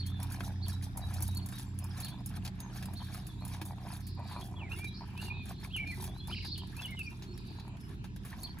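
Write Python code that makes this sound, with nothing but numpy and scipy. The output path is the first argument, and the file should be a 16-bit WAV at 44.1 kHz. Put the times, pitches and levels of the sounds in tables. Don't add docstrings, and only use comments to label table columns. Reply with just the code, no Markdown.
import sys
import numpy as np
from scipy import signal
from scipy.fft import rfft, irfft
from scipy.io import wavfile
from scipy.ndimage import uniform_filter1d

SR = 44100
rng = np.random.default_rng(int(sys.argv[2]) if len(sys.argv) > 2 else 0)


def digitize_waveform(pressure):
    field = np.atleast_2d(pressure).T
    bounded = np.clip(field, -1, 1)
    quanta = np.round(bounded * 32767).astype(np.int16)
    wavfile.write(sys.argv[1], SR, quanta)


N = 379239

# (frequency [Hz], spectral level [dB])
AIR_COLOUR = [(260, -41), (450, 1.5), (922, 2.5), (2070, 2), (3760, 2), (8540, -18), (10200, -30),
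              (12400, -62), (13600, -53), (14800, -36), (16000, -57)]
AIR_DB, AIR_FADE_DB = -55.5, -0.5
# (time [s], level [dB])
RUMBLE_LEVEL = [(0, -45.5), (.9, -46), (1.2, -44.5), (1.55, -44.5), (3.4, -45.5), (4.3, -45.5),
                (5.1, -43.5), (6.2, -44), (7.2, -46), (8.6, -47)]
# (frequency [Hz], spectral level [dB])
RUMBLE_COLOUR = [(27, -19), (39, -26), (46, -1), (70, -1), (140, -2), (200, -3), (300, -13), (390, -20),
                 (480, -32), (600, -53)]
# (time [s], level [dB])
MURMUR_LEVEL = [(0, -75.5), (4.2, -63.5), (4.8, -59), (6, -63.5), (7.5, -61), (8.1, -65), (8.6, -74)]

# (frequency [Hz], level [dB], wavering depth [dB], change by the end [dB])
LOW_TONES = [(49.3, -49, 2, -2.5), (72.2, -53, 2.5, -1), (122.56, -42, 0.7, -6.5), (151.2, -56, 5, 1),
             (183.2, -48.5, 4, -5.5), (197.6, -49.5, 1, -10), (225.8, -61.5, 4.5, -1.5),
             (273.4, -56.5, 4.5, -9), (309.8, -62.5, 3.5, -5), (365.6, -69.5, 7.5, -7)]
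# (time [s], upper level [dB], lower level [dB])
DRONE_LEVELS = [(0, -36.5, -48), (1.3, -39.5, -39.5), (2.4, -46, -46.5), (4.2, -43.5, -49), (5.4, -44, -52),
                (6.5, -50, -46), (8.6, -77, -51.5)]
DRONE_HZ, BEAT_S, CANCEL_S = 91.6, 0.5764, 3.285

# (peak time [s], 20 dB rise time [s], 20 dB fall time [s], level [dB])
GUSTS = [(1.2, 0.78, 0.5, -37), (3.1, 1.2, 0.7, -53), (6.3, 1.5, 1.2, -45)]

# (start [s], length [s], pitch at start [Hz], middle [Hz] and end [Hz],
# level [dB], tilt from start to end [dB])
WHISTLE_NOTES = [(4.56, 0.038, 3370, 3350, 3180, -55.5, 4), (4.588, 0.034, 3160, 2850, 2540, -44.5, 10),
                 (4.624, 0.036, 2534, 2290, 2230, -49, -3), (4.662, 0.025, 2140, 2090, 2010, -49, 8),
                 (4.69, 0.034, 2550, 2450, 2600, -51.5, 3), (4.716, 0.036, 2560, 2800, 2600, -45, -10),
                 (4.758, 0.12, 2070, 2360, 2316, -47.5, 11), (5.16, 0.02, 2920, 2950, 2980, -56, 3),
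                 (5.167, 0.037, 2430, 2610, 2830, -46.5, 20), (5.205, 0.037, 2840, 2840, 2830, -50, 0),
                 (5.242, 0.052, 2820, 2840, 2700, -48.5, 19), (5.3, 0.034, 2420, 2460, 2460, -41, -4),
                 (5.332, 0.11, 2510, 2520, 2380, -50.5, -6), (5.7, 0.031, 2530, 2800, 3370, -49, 19),
                 (5.733, 0.047, 3380, 2950, 2700, -36.5, 7), (5.772, 0.022, 2700, 2350, 2230, -38.5, 7),
                 (5.795, 0.061, 2350, 2303, 2170, -41, -10), (5.859, 0.061, 2325, 2433, 2230, -40, 3),
                 (5.92, 0.024, 2040, 2010, 2000, -42, -2), (6.757, 0.019, 2350, 2440, 2480, -56, 14),
                 (6.781, 0.025, 2520, 2660, 2700, -39.5, 14), (6.82, 0.027, 3420, 3380, 3320, -46.5, 4),
                 (6.847, 0.031, 3040, 2910, 2730, -40, -19), (6.878, 0.037, 2040, 2235, 2170, -48, -4),
                 (6.915, 0.044, 2180, 2100, 2080, -44.5, -4), (6.968, 0.053, 3080, 2750, 2570, -38, 14),
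                 (7.036, 0.051, 2520, 2465, 2370, -49, 15), (7.1, 0.038, 2590, 2750, 2520, -57, 0),
                 (7.155, 0.031, 2480, 2460, 2460, -65, 0)]
# (start [s], length [s], three pitches [Hz], level [dB], tilt [dB])
WARBLE_NOTES = [(6.293, 0.029, 2190, 2600, 2900, -51, 10), (6.322, 0.021, 3020, 3060, 3020, -35.5, 3),
                (6.341, 0.012, 2800, 2400, 1950, -45.5, -3), (6.358, 0.036, 2610, 2790, 1920, -44.5, -6),
                (6.402, 0.0183, 2960, 2830, 2300, -42, -10), (6.422, 0.032, 2250, 2180, 2060, -52, -9)]
# (start [s], length [s], three pitches [Hz], level [dB], tilt [dB])
PEEP_NOTES = [(.075, 0.034, 3190, 3360, 3580, -54, 0), (.11, .105, 3610, 3524, 3390, -56.5, 2),
              (.21, 0.025, 5580, 5530, 5200, -55, 9), (.685, 0.041, 5700, 5460, 5070, -59, -3),
              (.72, 0.048, 3900, 3920, 3920, -57, -11), (1.017, 0.038, 3920, 3910, 3920, -55, 3),
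              (1.285, 0.054, 3870, 3840, 3830, -53.5, 0), (1.53, 0.047, 3650, 3840, 3640, -54.5, -3),
              (1.65, 0.085, 7360, 7400, 7440, -71, -5), (1.825, 0.019, 5160, 5160, 5170, -58.5, 3),
              (1.9, 0.026, 5740, 5200, 4750, -57, 2), (2.265, 0.024, 5350, 5270, 5140, -60, -6),
              (2.32, 0.0092, 3440, 3150, 2900, -56, 0), (2.59, 0.07, 6560, 6420, 6380, -59.5, -2),
              (2.695, 0.012, 3380, 3100, 2820, -58, 9), (2.85, 0.02, 4980, 4940, 4870, -58, -2),
              (3.465, 0.027, 5350, 5270, 5170, -66, 0), (2.105, 0.049, 3320, 3480, 3630, -56.5, -1),
              (2.182, .02, 4700, 4950, 5300, -61, 0), (3.175, .025, 2880, 2890, 2860, -62, 5),
              (3.285, 0.037, 3510, 3480, 3450, -61, 9), (3.378, 0.042, 3580, 3950, 4270, -63, -3),
              (3.413, 0.046, 4280, 4200, 4020, -63, -3), (4.272, .025, 4450, 4700, 4850, -59, 0),
              (4.365, .025, 3950, 4200, 4400, -57, 0), (4.41, .03, 3220, 3330, 3500, -54.5, 2),
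              (4.752, .055, 3480, 3360, 3500, -61, 0), (4.865, 0.033, 3800, 3860, 3880, -51, 4),
              (4.897, .04, 3880, 4000, 4050, -60, -2), (4.89, .055, 3470, 3330, 3270, -62, 0),
              (5.33, 0.15, 3930, 3620, 3660, -61, -10), (5.58, 0.054, 4160, 4320, 4320, -57, -4),
              (5.868, 0.027, 4420, 4240, 4100, -55, 0), (5.892, 0.034, 4420, 4220, 4210, -54, -10),
              (6.07, 0.059, 3310, 3410, 3370, -58.5, 4), (6.12, 0.094, 3480, 3980, 4180, -60.5, 17),
              (6.2, 0.08, 3310, 3420, 3590, -55.5, -7), (6.555, 0.036, 3160, 2900, 2530, -59, -18),
              (6.585, 0.037, 2750, 3250, 2740, -50, 5), (6.862, 0.015, 4500, 4550, 4600, -58, 0),
              (6.878, 0.017, 4680, 5200, 5700, -63, 0), (7.008, 0.029, 4550, 4400, 4350, -66, 0),
              (7.013, .035, 5500, 5300, 5000, -69, -4), (7.045, 0.02, 4480, 4540, 4470, -57, -4),
              (7.06, 0.013, 4960, 5470, 6000, -56, 5), (7.26, 0.075, 4220, 4330, 4380, -63, 6),
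              (7.335, 0.016, 4640, 5400, 5570, -59, 3), (7.53, 0.084, 4010, 4040, 4240, -66, 5),
              (7.795, .07, 5290, 5260, 5130, -69, 2), (7.84, .04, 2820, 2950, 2750, -67, 0)]
# (start [s], length [s], three pitches [Hz], level [dB], tilt [dB])
BUZZ_NOTES = [(3.02, 0.4, 4110, 4150, 4100, -72, -13), (4.005, .19, 4990, 4600, 4460, -61.5, 4),
              (4.2, 0.2, 4460, 4160, 3955, -61.5, 8), (4.93, 0.094, 4405, 4730, 5010, -62, -20),
              (5.2, 0.59, 4140, 3740, 3960, -66, -14), (6.27, 0.26, 4610, 4460, 4360, -53, -1),
              (6.5, 0.23, 4400, 4230, 3950, -60.5, -7), (7.36, 0.26, 4440, 4270, 4250, -61.5, -4)]
# (time after start [s], pitch [Hz], level [dB]), before each call's factors
CHIRP_SHAPE = [(0, 3196, -19), (.012, 4170, -12), (.02, 4450, -1), (.036, 4470, 0), (.042, 4200, -16),
               (.05, 3690, -9), (.062, 2980, -6)]
# (start [s], level [dB], pitch factor [ratio], flank depth factor [ratio])
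SPARROW_CALLS = [(-.022, -43, 0.98, 1.4), (0.609, -46.5, 0.99, 0.94), (1.342, -47, 0.98, 1.4),
                 (2.015, -45, 0.97, 0.84), (2.951, -49.5, 0.98, 0.58), (6.5, -41, 0.98, 0.93),
                 (8.417, -42, 0.98, 1.7)]
TRILL_UNEVEN = 0.3
SWELL_DB = 3

# (start [s], length [s], level at start [dB], level at end [dB])
CREAKS = [(0.2, 0.053, -50, -45.5), (0.272, 0.25, -57, -50), (0.586, 0.15, -59.5, -53),
          (0.958, 0.29, -53, -53.5), (1.278, 0.012, -55, -47.5), (1.343, 0.34, -56, -63.5),
          (1.821, 0.036, -52, -52), (1.973, 0.24, -53, -52), (2.325, .05, -52, -58),
          (2.446, 0.04, -54, -47), (2.59, 0.37, -55, -52), (3.003, 0.026, -54, -53),
          (3.087, 0.33, -57, -65.5), (3.413, .06, -54.5, -48.5), (3.5, 0.13, -54.5, -49.5),
          (3.655, .085, -52, -50), (3.774, 0.22, -49.5, -58.5), (4.185, 0.45, -50, -51),
          (4.626, 0.27, -53.5, -65), (5.018, 0.026, -47, -58), (5.086, 0.1, -64, -53),
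          (5.226, 0.23, -53, -64), (5.481, 0.037, -55, -48.5), (5.633, 0.033, -63, -66),
          (5.76, 0.017, -60, -65), (5.816, 0.13, -57, -64), (5.991, 0.17, -50, -56.5),
          (6.289, 0.037, -50.5, -57), (6.45, .03, -64, -67), (6.624, 0.018, -54, -53),
          (6.782, 0.18, -54, -63), (7.124, 0.069, -55.5, -78), (7.474, 0.04, -63, -55),
          (7.585, 0.17, -59, -53.5), (7.9, 0.025, -52.5, -61), (8.046, 0.011, -59, -66),
          (8.283, 0.21, -60.5, -55)]
CREAK_IN_S, CREAK_OUT_S, CREAK_BED_DB = 0.02, 0.018, -67.5
# (frequency [Hz], width [Hz], gain [dB]), before the stretch
LEATHER_MODES = [(720, 220, -0.5), (827.5, 131, 12.5), (899.4, 89, 12), (1093, 41, -6), (1630, 290, -5),
                 (2278, 33, 3)]
STRETCH = (0.85, 1.052)
TIGHTEN = 0.51
# (time [s], peak level [dB])
POPS = [(0.201, -41), (0.225, -43), (0.479, -36), (0.976, -35), (1.207, -38), (1.29, -44), (1.596, -42),
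        (2.142, -40), (2.759, -46), (2.886, -35.5), (3.017, -37.5), (3.616, -34.5), (3.666, -44),
        (3.685, -55), (3.708, -32.5), (3.782, -39.5), (4.186, -54), (4.522, -49), (4.622, -37),
        (4.794, -40.5), (4.843, -44), (5.009, -36), (5.227, -34.5), (5.283, -36), (5.37, -42.5),
        (5.759, -46), (5.977, -43), (6.164, -42), (6.445, -45), (6.948, -43), (7.222, -49), (7.679, -39.5),
        (8.043, -39.5), (8.571, -45)]

# (time [s], level before the modes are summed [dB], pitch [Hz], t60 [s])
HOOF_THUDS = [(0.403, -41.5, 340, 0.094), (1.208, -42.5, 306, 0.11), (2.346, -61, 316, 0.18),
              (3.615, -36, 315, 0.11), (4.497, -49.5, 344, 0.13), (4.845, -40, 321, 0.11),
              (5.244, -45.5, 369, 0.18), (5.978, -45.5, 370, 0.32), (6.299, -48.5, 356, 0.29),
              (6.479, -43, 303, 0.16), (7.283, -47, 354, 0.45), (7.508, -40, 319, 0.078),
              (7.898, -50, 384, 0.24)]
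# (multiple of the pitch [ratio], level [dB])
GROUND_MODES = [(1.001, 2), (1.1, -4.5), (1.21, -17)]

# (peak time [s], 20 dB rise time [s], 20 dB fall time [s],
# spray level [dB], coarse scuff level [dB])
SAND_MOVES = [(0, .02, 0.026, -53, -69), (.07, 0.018, 0.042, -48, -62), (.24, 0.11, .04, -53.5, -72),
              (.33, 0.14, 0.12, -50, -57), (.45, 0.078, 0.11, -47.5, -63),
              (0.693, 0.051, 0.1, -45.5, -56.5), (.84, 0.032, 0.082, -49.5, -60),
              (0.978, 0.03, 0.16, -55, -69), (1.1, 0.05, 0.24, -51, -53), (1.22, 0.22, 0.15, -45.5, -65),
              (1.46, .03, 0.18, -56, -71), (1.601, 0.22, 0.082, -48, -57), (1.8, 0.044, 0.094, -56, -65),
              (1.98, 0.13, 0.19, -49, -51), (2.059, 0.28, 0.096, -48, -72), (2.28, 0.054, .1, -54, -72),
              (2.372, 0.095, 0.019, -50.5, -51), (2.47, 0.065, 0.026, -54, -54),
              (2.62, 0.25, 0.16, -69, -60.5), (2.78, 0.11, 0.11, -50.5, -54), (3.16, 0.32, 0.12, -49, -55),
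              (3.28, 0.073, 0.15, -55, -65), (3.541, 0.15, 0.067, -49, -52.5),
              (3.66, 0.044, 0.11, -53, -76), (3.93, 0.15, 0.11, -48, -52),
              (4.31, 0.073, 0.096, -50.5, -49.5), (4.41, 0.076, 0.24, -55, -73),
              (4.72, 0.037, 0.043, -51.5, -48.5), (4.79, 0.089, 0.12, -52.5, -59),
              (5.2, 0.52, .1, -63.5, -58.5), (5.249, 0.074, 0.051, -45, -53),
              (5.51, 0.069, 0.036, -46, -49), (5.648, 0.06, 0.036, -47.5, -48.5),
              (5.77, 0.032, 0.098, -51.5, -70), (6.029, 0.28, 0.19, -51, -57),
              (6.32, 0.088, 0.039, -51, -53.5), (6.469, 0.039, 0.022, -49, -61),
              (6.59, 0.11, .015, -64, -70), (6.82, 0.16, 0.13, -48.5, -51.5),
              (7.04, 0.076, 0.034, -54, -73), (7.11, 0.033, 0.27, -60.5, -64), (7.6, 0.6, 0.11, -63, -63.5),
              (7.93, 0.18, 0.051, -57.5, -58), (8.05, 0.034, 0.047, -63, -75),
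              (8.26, 0.049, 0.41, -55.5, -56.5), (8.329, 0.12, 0.094, -62, -51),
              (8.41, 0.16, 0.13, -52.5, -67), (8.6, 0.17, 0.084, -66, -57)]
# (frequency [Hz], gain [dB])
SPRAY_COLOUR = [(1500, -60), (3000, -2), (5000, 4.5), (7000, -1.5), (9000, 11), (11000, 8.5), (13500, 12),
                (16000, -9.5)]
SCUFF_BED_DB, SCUFF_FADE_DB = -63.5, -19.5
# (time [s], level before snap and trim [dB], t60 [s],
# middle drive relative to that [dB], knock drive relative to that [dB])
CRACKS = [(0.063, -35, 0.07, -18, -21), (0.2, -38, 0.037, -15, 1), (0.2287, -26.5, 0.032, -20, -22),
          (0.32, -34, 0.098, -29, -17), (0.405, -38.5, 0.035, -9, 14.5), (0.682, -25.5, 0.026, -28, -23),
          (0.824, -39, 0.065, -11, -5), (0.9715, -27, 0.062, -28, -20), (1.1383, -32, 0.056, -23, -19),
          (1.205, -30, 0.021, -27, -2), (1.2233, -19, 0.044, -38, -24), (1.278, -27.5, 0.032, -24, -24),
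          (1.348, -31, 0.02, -34, -21), (1.371, -26.5, 0.031, -32, -23), (1.46, -30, 0.033, -20, -26),
          (1.487, -34, 0.044, -13, -23), (1.523, -43, 0.082, -12, 6), (1.5947, -35, 0.024, -9, -3),
          (1.788, -29, 0.022, -21, -56), (1.841, -30.5, 0.032, -37, -21), (2.001, -30, 0.1, -17.5, -16),
          (2.046, -27.5, 0.034, -13, -25), (2.083, -35, 0.051, -11, -20), (2.26, -27, 0.045, -24, -27),
          (2.449, -34.5, 0.076, -5.5, -17), (2.463, -43, .02, -1, -5), (2.476, -39, 0.027, 1.5, -5),
          (2.757, -51, .12, -5, 10), (2.6024, -27, 0.023, -16.5, -26), (2.825, -38, 0.071, -7.5, 0),
          (2.856, -33.5, 0.032, -15, -16), (2.9352, -36, 0.037, -21, -6), (3.1454, -33.5, 0.034, -24, 0),
          (3.267, -36, 0.062, -19, -23), (3.4504, -31.5, 0.053, -21, -20), (3.478, -34, 0.043, -28, -22),
          (3.534, -45, 0.15, -2.5, -10), (3.614, -35, 0.06, -7.5, 0.5), (3.652, -37, 0.15, -27, -21),
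          (3.8731, -53, 0.056, -13, -12), (3.9674, -37, 0.04, -23, -11), (4.0674, -38, 0.11, -19, -17),
          (4.148, -49, 0.018, -25, -25), (4.195, -52, 0.031, -22, -22), (4.41, -40.5, 0.046, -5.5, -14),
          (4.454, -42, .04, -20, -20), (4.472, -40, .02, -24, -24), (4.787, -35, 0.07, -17, -18),
          (4.843, -37.5, 0.056, -6.5, -14), (5.176, -39, 0.026, -8, -13), (5.214, -37, 0.082, -23, -20),
          (5.455, -41, 0.06, -19, -1), (5.763, -30, 0.032, -20, -7.5), (5.873, -44.5, .04, -2, -18),
          (6.023, -30, 0.036, -22, -22), (6.04, -29.5, 0.063, -17, -20), (6.076, -40, .02, -3, -14),
          (6.092, -44, .02, -20, -20), (6.24, -53, 0.013, -20, -20), (6.272, -37, 0.072, -17, -8),
          (6.447, -41.5, 0.073, -7, 4), (6.577, -35, 0.062, -15, -21), (6.671, -48, 0.059, -11, -17),
          (6.766, -32.5, 0.028, -23, -20), (6.818, -38.5, .03, -3, 0), (6.857, -30, 0.018, -20, -17),
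          (6.9063, -41, 0.044, -25, -17), (6.991, -32.5, 0.039, -14, -14), (7.2213, -50, 0.15, 1, -4),
          (7.376, -36.5, 0.023, -12, -28.5), (7.597, -48, .04, -1, -8), (7.6774, -48, 0.044, -19, -12),
          (7.769, -54, 0.033, -2, 10), (7.89, -52, 0.054, -4, 0), (8.0407, -46.5, 0.1, -8, 7),
          (8.161, -43, 0.046, -9, 1), (8.249, -41, 0.19, -28, -1.5), (8.432, -25, 0.02, -27, -18),
          (8.586, -39.5, 0.042, -25, -22)]
SNAP_T60_S, SNAP_DB = 0.005, 4

# (frequency [Hz], phase by which left leads [rad])
PORT_PHASE = [(0, 0), (900, 0.44), (1700, 0.5), (2500, 1), (3000, 1.7), (3800, 1), (5400, 1.7), (6500, -.1),
              (7700, -2.6), (9300, -3.7), (10700, -6.2), (11600, -6.6), (12900, -9.3), (14200, -9.6),
              (15300, -12.5), (16500, -12.6)]
# (frequency [Hz], likeness before limiting to -1..1)
PORT_LIKENESS = [(60, 0.73), (300, 0.8), (640, -0.16), (1400, -2), (3000, 0), (5500, -0.85), (8000, -0.7),
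                 (15000, -5)]
# (frequency [Hz], gain [dB])
PHONE_COLOUR = [(1200, -3), (1700, 2), (2060, -5.5), (2400, 0.5), (2900, -4.5), (3600, -1), (4600, -0.5),
                (5500, -1.5), (7000, 0.5), (13000, -6.5), (14000, -14.5), (15200, 5.5), (16000, -15)]
TOP_HZ = 16300


def undb(db):
    return 10 ** (np.asarray(db) / 20)


def unit(x):
    return x / np.sqrt(np.mean(x ** 2))


def curves(table):
    s, *columns = np.transpose(table)
    return [np.interp(np.arange(N) / SR, s, c) for c in columns]


def over_hz(points):
    hz, value = np.transpose(points)
    bins_hz = np.arange(N // 2 + 1) * SR / N
    return np.interp(np.log(bins_hz + 1), np.log(hz + 1), value)


def colour(x, points):
    return unit(irfft(rfft(x) * undb(over_hz(points)), N))


def band(x, lo_hz, hi_hz):
    return signal.sosfilt(signal.butter(2, [lo_hz, hi_hz], "bandpass", fs=SR, output="sos"), x)


def walk(rate):
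    k = int(SR / rate)
    held = np.repeat(rng.standard_normal(N // k + 1), k)
    return uniform_filter1d(uniform_filter1d(held, k), k)[:N]


def wide(points):
    like = np.clip(over_hz(PORT_LIKENESS), -1, 1)
    noise = rfft(rng.standard_normal((2, N)))
    mid, side = noise * np.sqrt([1 + like, 1 - like]) * undb(over_hz(points))
    return unit(irfft(np.array([mid + side, mid - side]), N))


def swells(peak_s, rise_s, fall_s, db):
    level_db = np.full(N, -120.)
    t = np.arange(N) / SR
    for s, rise, fall, top in zip(peak_s, rise_s, fall_s, db):
        near = slice(max(int((s - 3 * rise) * SR), 0), int((s + 3 * fall) * SR))
        distance = np.maximum((s - t[near]) / rise, (t[near] - s) / fall)
        level_db[near] = np.maximum(level_db[near], top - 20 * distance)
    return undb(level_db)


def place(x, pan_db, lag_s, wet_db, t60):
    t = np.arange(int(.5 * SR)) / SR
    tail = rng.standard_normal((2, len(t))) * undb(-60 * t / t60) * (t > t60 / 40)
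    tail = tail / np.sqrt(np.sum(tail ** 2) / 2)
    wet = signal.fftconvolve(x[None], tail, axes=1)[:, :N]
    late = np.interp(np.arange(N) - lag_s * SR, np.arange(N), x)
    return np.array([late * undb(pan_db / 2), x * undb(-pan_db / 2)]) + undb(wet_db) * wet


def open_air():
    hiss = wide(AIR_COLOUR)
    swell_db = 1.8 * walk(1.49) + AIR_FADE_DB * (np.arange(N) / N) ** 4
    edges = 400 * 2 ** np.arange(0, 5.6, .5)
    flicker_db = 2.5
    bands = (band(hiss, lo, hi) * undb(swell_db + flicker_db * walk(9)) for lo, hi in zip(edges, edges[1:]))
    return undb(AIR_DB) * sum(bands)


def rumble():
    return wide(RUMBLE_COLOUR) * undb(curves(RUMBLE_LEVEL)[0] + 2 * walk(8.1))


def murmur():
    noise = band(band(rng.standard_normal(N), 296, 388), 335, 434)
    return unit(noise) * undb(curves(MURMUR_LEVEL)[0] + 4.35 * walk(14))


def motor():
    upper_db, lower_db = curves(DRONE_LEVELS)
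    t = np.arange(N) / SR - CANCEL_S
    upper = undb(upper_db + 1 * walk(5.1)) * np.sin(2 * np.pi * DRONE_HZ * t)
    lower = undb(lower_db + 1.5 * walk(6.9)) * np.sin(2 * np.pi * (DRONE_HZ - 1 / BEAT_S) * t)
    out = upper - lower
    for hz, db, waver_db, end_db in LOW_TONES:
        phase = 2 * np.pi * np.cumsum(hz * (1 + 0.005765 * walk(3))) / SR
        level_db = db + waver_db * np.tanh(walk(14)) + end_db * np.arange(N) / N
        out = out + undb(level_db) * np.sin(phase + 2 * np.pi * rng.random())
    return np.sqrt(2) * out


def wind():
    noise = rng.standard_normal((2, N)) * 0.48 + rng.standard_normal(N)
    blow = band(band(noise, 36, 100), 39, 116)
    return unit(blow) * swells(*np.transpose(GUSTS)) * undb(3.8 * walk(12))


def note(rows, blur_hz, edge_s, trill_hz=0, sweep_hz=0):
    s, hz, db = np.transpose(rows)
    i = np.arange(max(int(s[0] * SR), 0), min(int(s[-1] * SR), N))
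    t = i / SR
    wobble = blur_hz * unit(uniform_filter1d(rng.standard_normal(len(i)), size=40))
    uneven = unit(uniform_filter1d(rng.standard_normal(len(i)), size=300))
    pace = trill_hz * (1 + TRILL_UNEVEN * uneven)
    wobble = wobble + sweep_hz * np.sin(2 * np.pi * np.cumsum(pace) / SR)
    edge = np.clip(np.minimum(t - s[0], s[-1] - t) / edge_s, 0, 1)
    phase = 2 * np.pi * np.cumsum(np.interp(t, s, hz) + wobble) / SR
    out = np.zeros(N)
    out[i] = np.sqrt(2) * edge * undb(np.interp(t, s, db)) * np.sin(phase)
    return out


def song(table, blur_hz, edge_s, trill_hz=0, sweep_hz=0):
    u, out = np.linspace(-1, 1, num=9), 0
    for s, length, first_hz, middle_hz, last_hz, db, tilt_db in table:
        bend_hz = (first_hz + last_hz) / 2 - middle_hz
        hz = middle_hz + u * (last_hz - first_hz) / 2 + u ** 2 * bend_hz
        level_db = db + tilt_db * u / 2 - SWELL_DB * u ** 2
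        rows = np.transpose([s + length * (u + 1) / 2, hz, level_db])
        out = out + note(rows, blur_hz, edge_s, trill_hz, sweep_hz)
    return out


def sparrow():
    out = 0
    for s, db, pitch, flank in SPARROW_CALLS:
        rows = np.array(CHIRP_SHAPE) * [1, pitch, flank] + [s, 0, db]
        out = out + note(rows, 112, 0.00092, 258, 85)
    return out + undb(-10.0) * np.roll(out, int(0.057 * SR))


def birds():
    near = song(WHISTLE_NOTES, 35, 0.0029) * undb(3.3 * walk(90))
    near = near + song(WARBLE_NOTES, 106, 0.0026, 187, 110) * undb(2.5 * walk(120))
    far = song(PEEP_NOTES, 55, 0.0043) * undb(2.4 * walk(60))
    buzz = song(BUZZ_NOTES, 232, 0.019, 110, 500) * undb(4.9 * walk(60))
    return (place(near, -1.6, .00005, -9.5, 0.33) + place(far, -1.4, .00002, -4, 0.25)
            + place(sparrow(), -4.0, .00004, -2.0, 0.13) + place(buzz, -1.8, .00002, -0.19, 0.37))


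def leather(factor):
    ring, tap = 0, signal.unit_impulse(2048)
    for hz, width, db in LEATHER_MODES:
        broad = signal.lfilter(*signal.iirpeak(hz * factor, hz / width / 3, SR), tap)
        ring = ring + undb(db) * signal.lfilter(*signal.iirpeak(hz * factor, hz / width, SR), broad)
    return ring


def strain():
    level_db, t = np.full(N, 1. * CREAK_BED_DB), np.arange(N) / SR
    for s, length, first_db, last_db in CREAKS:
        knots = [s - 2 * CREAK_IN_S, s, s + length, s + length + 2 * CREAK_OUT_S]
        load_db = np.interp(t, knots, [first_db - 40, first_db, last_db, last_db - 40])
        level_db = np.maximum(level_db, load_db)
    return undb(level_db)


def saddle():
    size = undb(3.2 * walk(120) + 1.8 * walk(20))
    slip_count = np.floor(np.cumsum(88 * (1 + 0.43 * walk(45))) / SR)
    slips = np.diff(slip_count, prepend=0) * size
    scrape = signal.lfilter([1], [1, -np.exp(-1 / (0.0032 * SR))], slips) * rng.standard_normal(N)
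    rub = slips + 0.51 * scrape + 0.089 * rng.standard_normal(N)
    tautness = np.clip(.42 + TIGHTEN * (np.arange(N) / N) ** 2 + 0.5 * walk(14), 0, 1)
    angle = tautness * np.pi / 2
    slack_ring, taut_ring = (leather(k) for k in STRETCH)
    creak = signal.fftconvolve(rub * np.cos(angle), slack_ring)
    creak = creak + signal.fftconvolve(rub * np.sin(angle), taut_ring)
    s, db = np.transpose(POPS)
    pops, ring = np.bincount((s * SR).astype(int), undb(db), N), leather(1)
    return unit(creak[:N]) * strain() + signal.fftconvolve(pops, ring / np.abs(ring).max())[:N]


def thuds():
    out, t = np.zeros(N + 8192), np.arange(8192) / SR
    soft_start = np.sin(np.minimum(t / 0.0066, 1) * np.pi / 2) ** 2
    for s, db, hz, t60 in HOOF_THUDS:
        ring = sum(undb(mode_db) * np.sin(2 * np.pi * k * hz * t) for k, mode_db in GROUND_MODES)
        out[int(s * SR):][:8192] += soft_start * undb(db - 60 * t / t60) * ring
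    return out[:N]


def grains(rate, spread_db):
    clicks = (rng.random(N) < rate / SR) * rng.standard_normal(N)
    return clicks * undb(spread_db * np.minimum(rng.exponential(size=N), 3))


def pebbles(lo_hz, hi_hz, cycles, spread_db, count):
    when, pitch, size = rng.random((count, 3)).T
    hz = (lo_hz * (hi_hz / lo_hz) ** pitch)[:, None]
    t = np.arange(512) / SR
    gain = undb(-spread_db * np.log(size + 0.0097))[:, None]
    rings = gain * np.sin(2 * np.pi * hz * t) * np.exp(-hz * t / cycles)
    samples = (when * N).astype(int)[:, None] + np.arange(512)
    return unit(np.bincount(samples.ravel(), rings.ravel(), N + 512)[:N])


def sand():
    *timing, spray_db, scuff_db = np.transpose(SAND_MOVES)
    smear = np.exp(-np.arange(400) / SR / 0.024) * rng.standard_normal(400)
    patter = unit(signal.fftconvolve(grains(250, 5.2), smear)[:N]) + 0.39 * rng.standard_normal(N)
    patter = patter + .9 * pebbles(3000, 15500, 22, 2.6, count=5000)
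    spray = colour(patter, SPRAY_COLOUR) * swells(*timing, spray_db) * undb(2.54 * walk(50))
    rasp = unit(band(rng.standard_normal(N), 960, 3050))
    scuff = unit(pebbles(719, 3980, 4.1, 3.9, count=2300) + 0.63 * rasp)
    trickle = undb(SCUFF_BED_DB + SCUFF_FADE_DB * np.arange(N) / N)
    return spray + scuff * (swells(*timing, scuff_db) + trickle)


def crunch():
    high, middle, knock = np.zeros((3, N))
    t = np.arange(4096) / SR
    snap = 1 + undb(SNAP_DB - 60 * t / SNAP_T60_S)
    for s, db, t60, middle_db, knock_db in CRACKS:
        i = int(s * SR)
        shape = (np.minimum(t / 0.0015, 1) * undb(db - 60 * t / max(t60, .004)))[:N - i]
        high[i:i + 4096] += shape * snap[:N - i]
        middle[i:i + 4096] += shape * undb(middle_db)
        knock[i:i + 4096] += shape * undb(knock_db)
    grit = rng.standard_normal((3, N))
    bright = undb(-6.0) * high * unit(band(grit[0], 8560, 13400))
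    body = middle * unit(band(grit[1], 1620, 5270))
    return bright + body + band(knock * grit[2], 270, 2670)


def ports(pair):
    turn = np.exp(.5j * over_hz(PORT_PHASE))
    return irfft(rfft(pair) * np.array([turn, 1 / turn]), N)


def scene():
    low = (motor() + murmur() + rumble()) * undb([[-.85], [.85]])
    grit = place(sand() + crunch(), 0.073, 0, -7.0, 0.0676)
    horse = grit + thuds() + saddle() * undb([[.4], [-.4]])
    return low + wind() + birds() + ports(open_air() + horse)


def record(dry):
    heard = irfft(rfft(dry) * undb(over_hz(PHONE_COLOUR)), N)
    return signal.sosfilt(signal.ellip(8, .2, 70, TOP_HZ, fs=SR, output="sos"), heard)


dry = scene()
out = record(dry)
digitize_waveform(out)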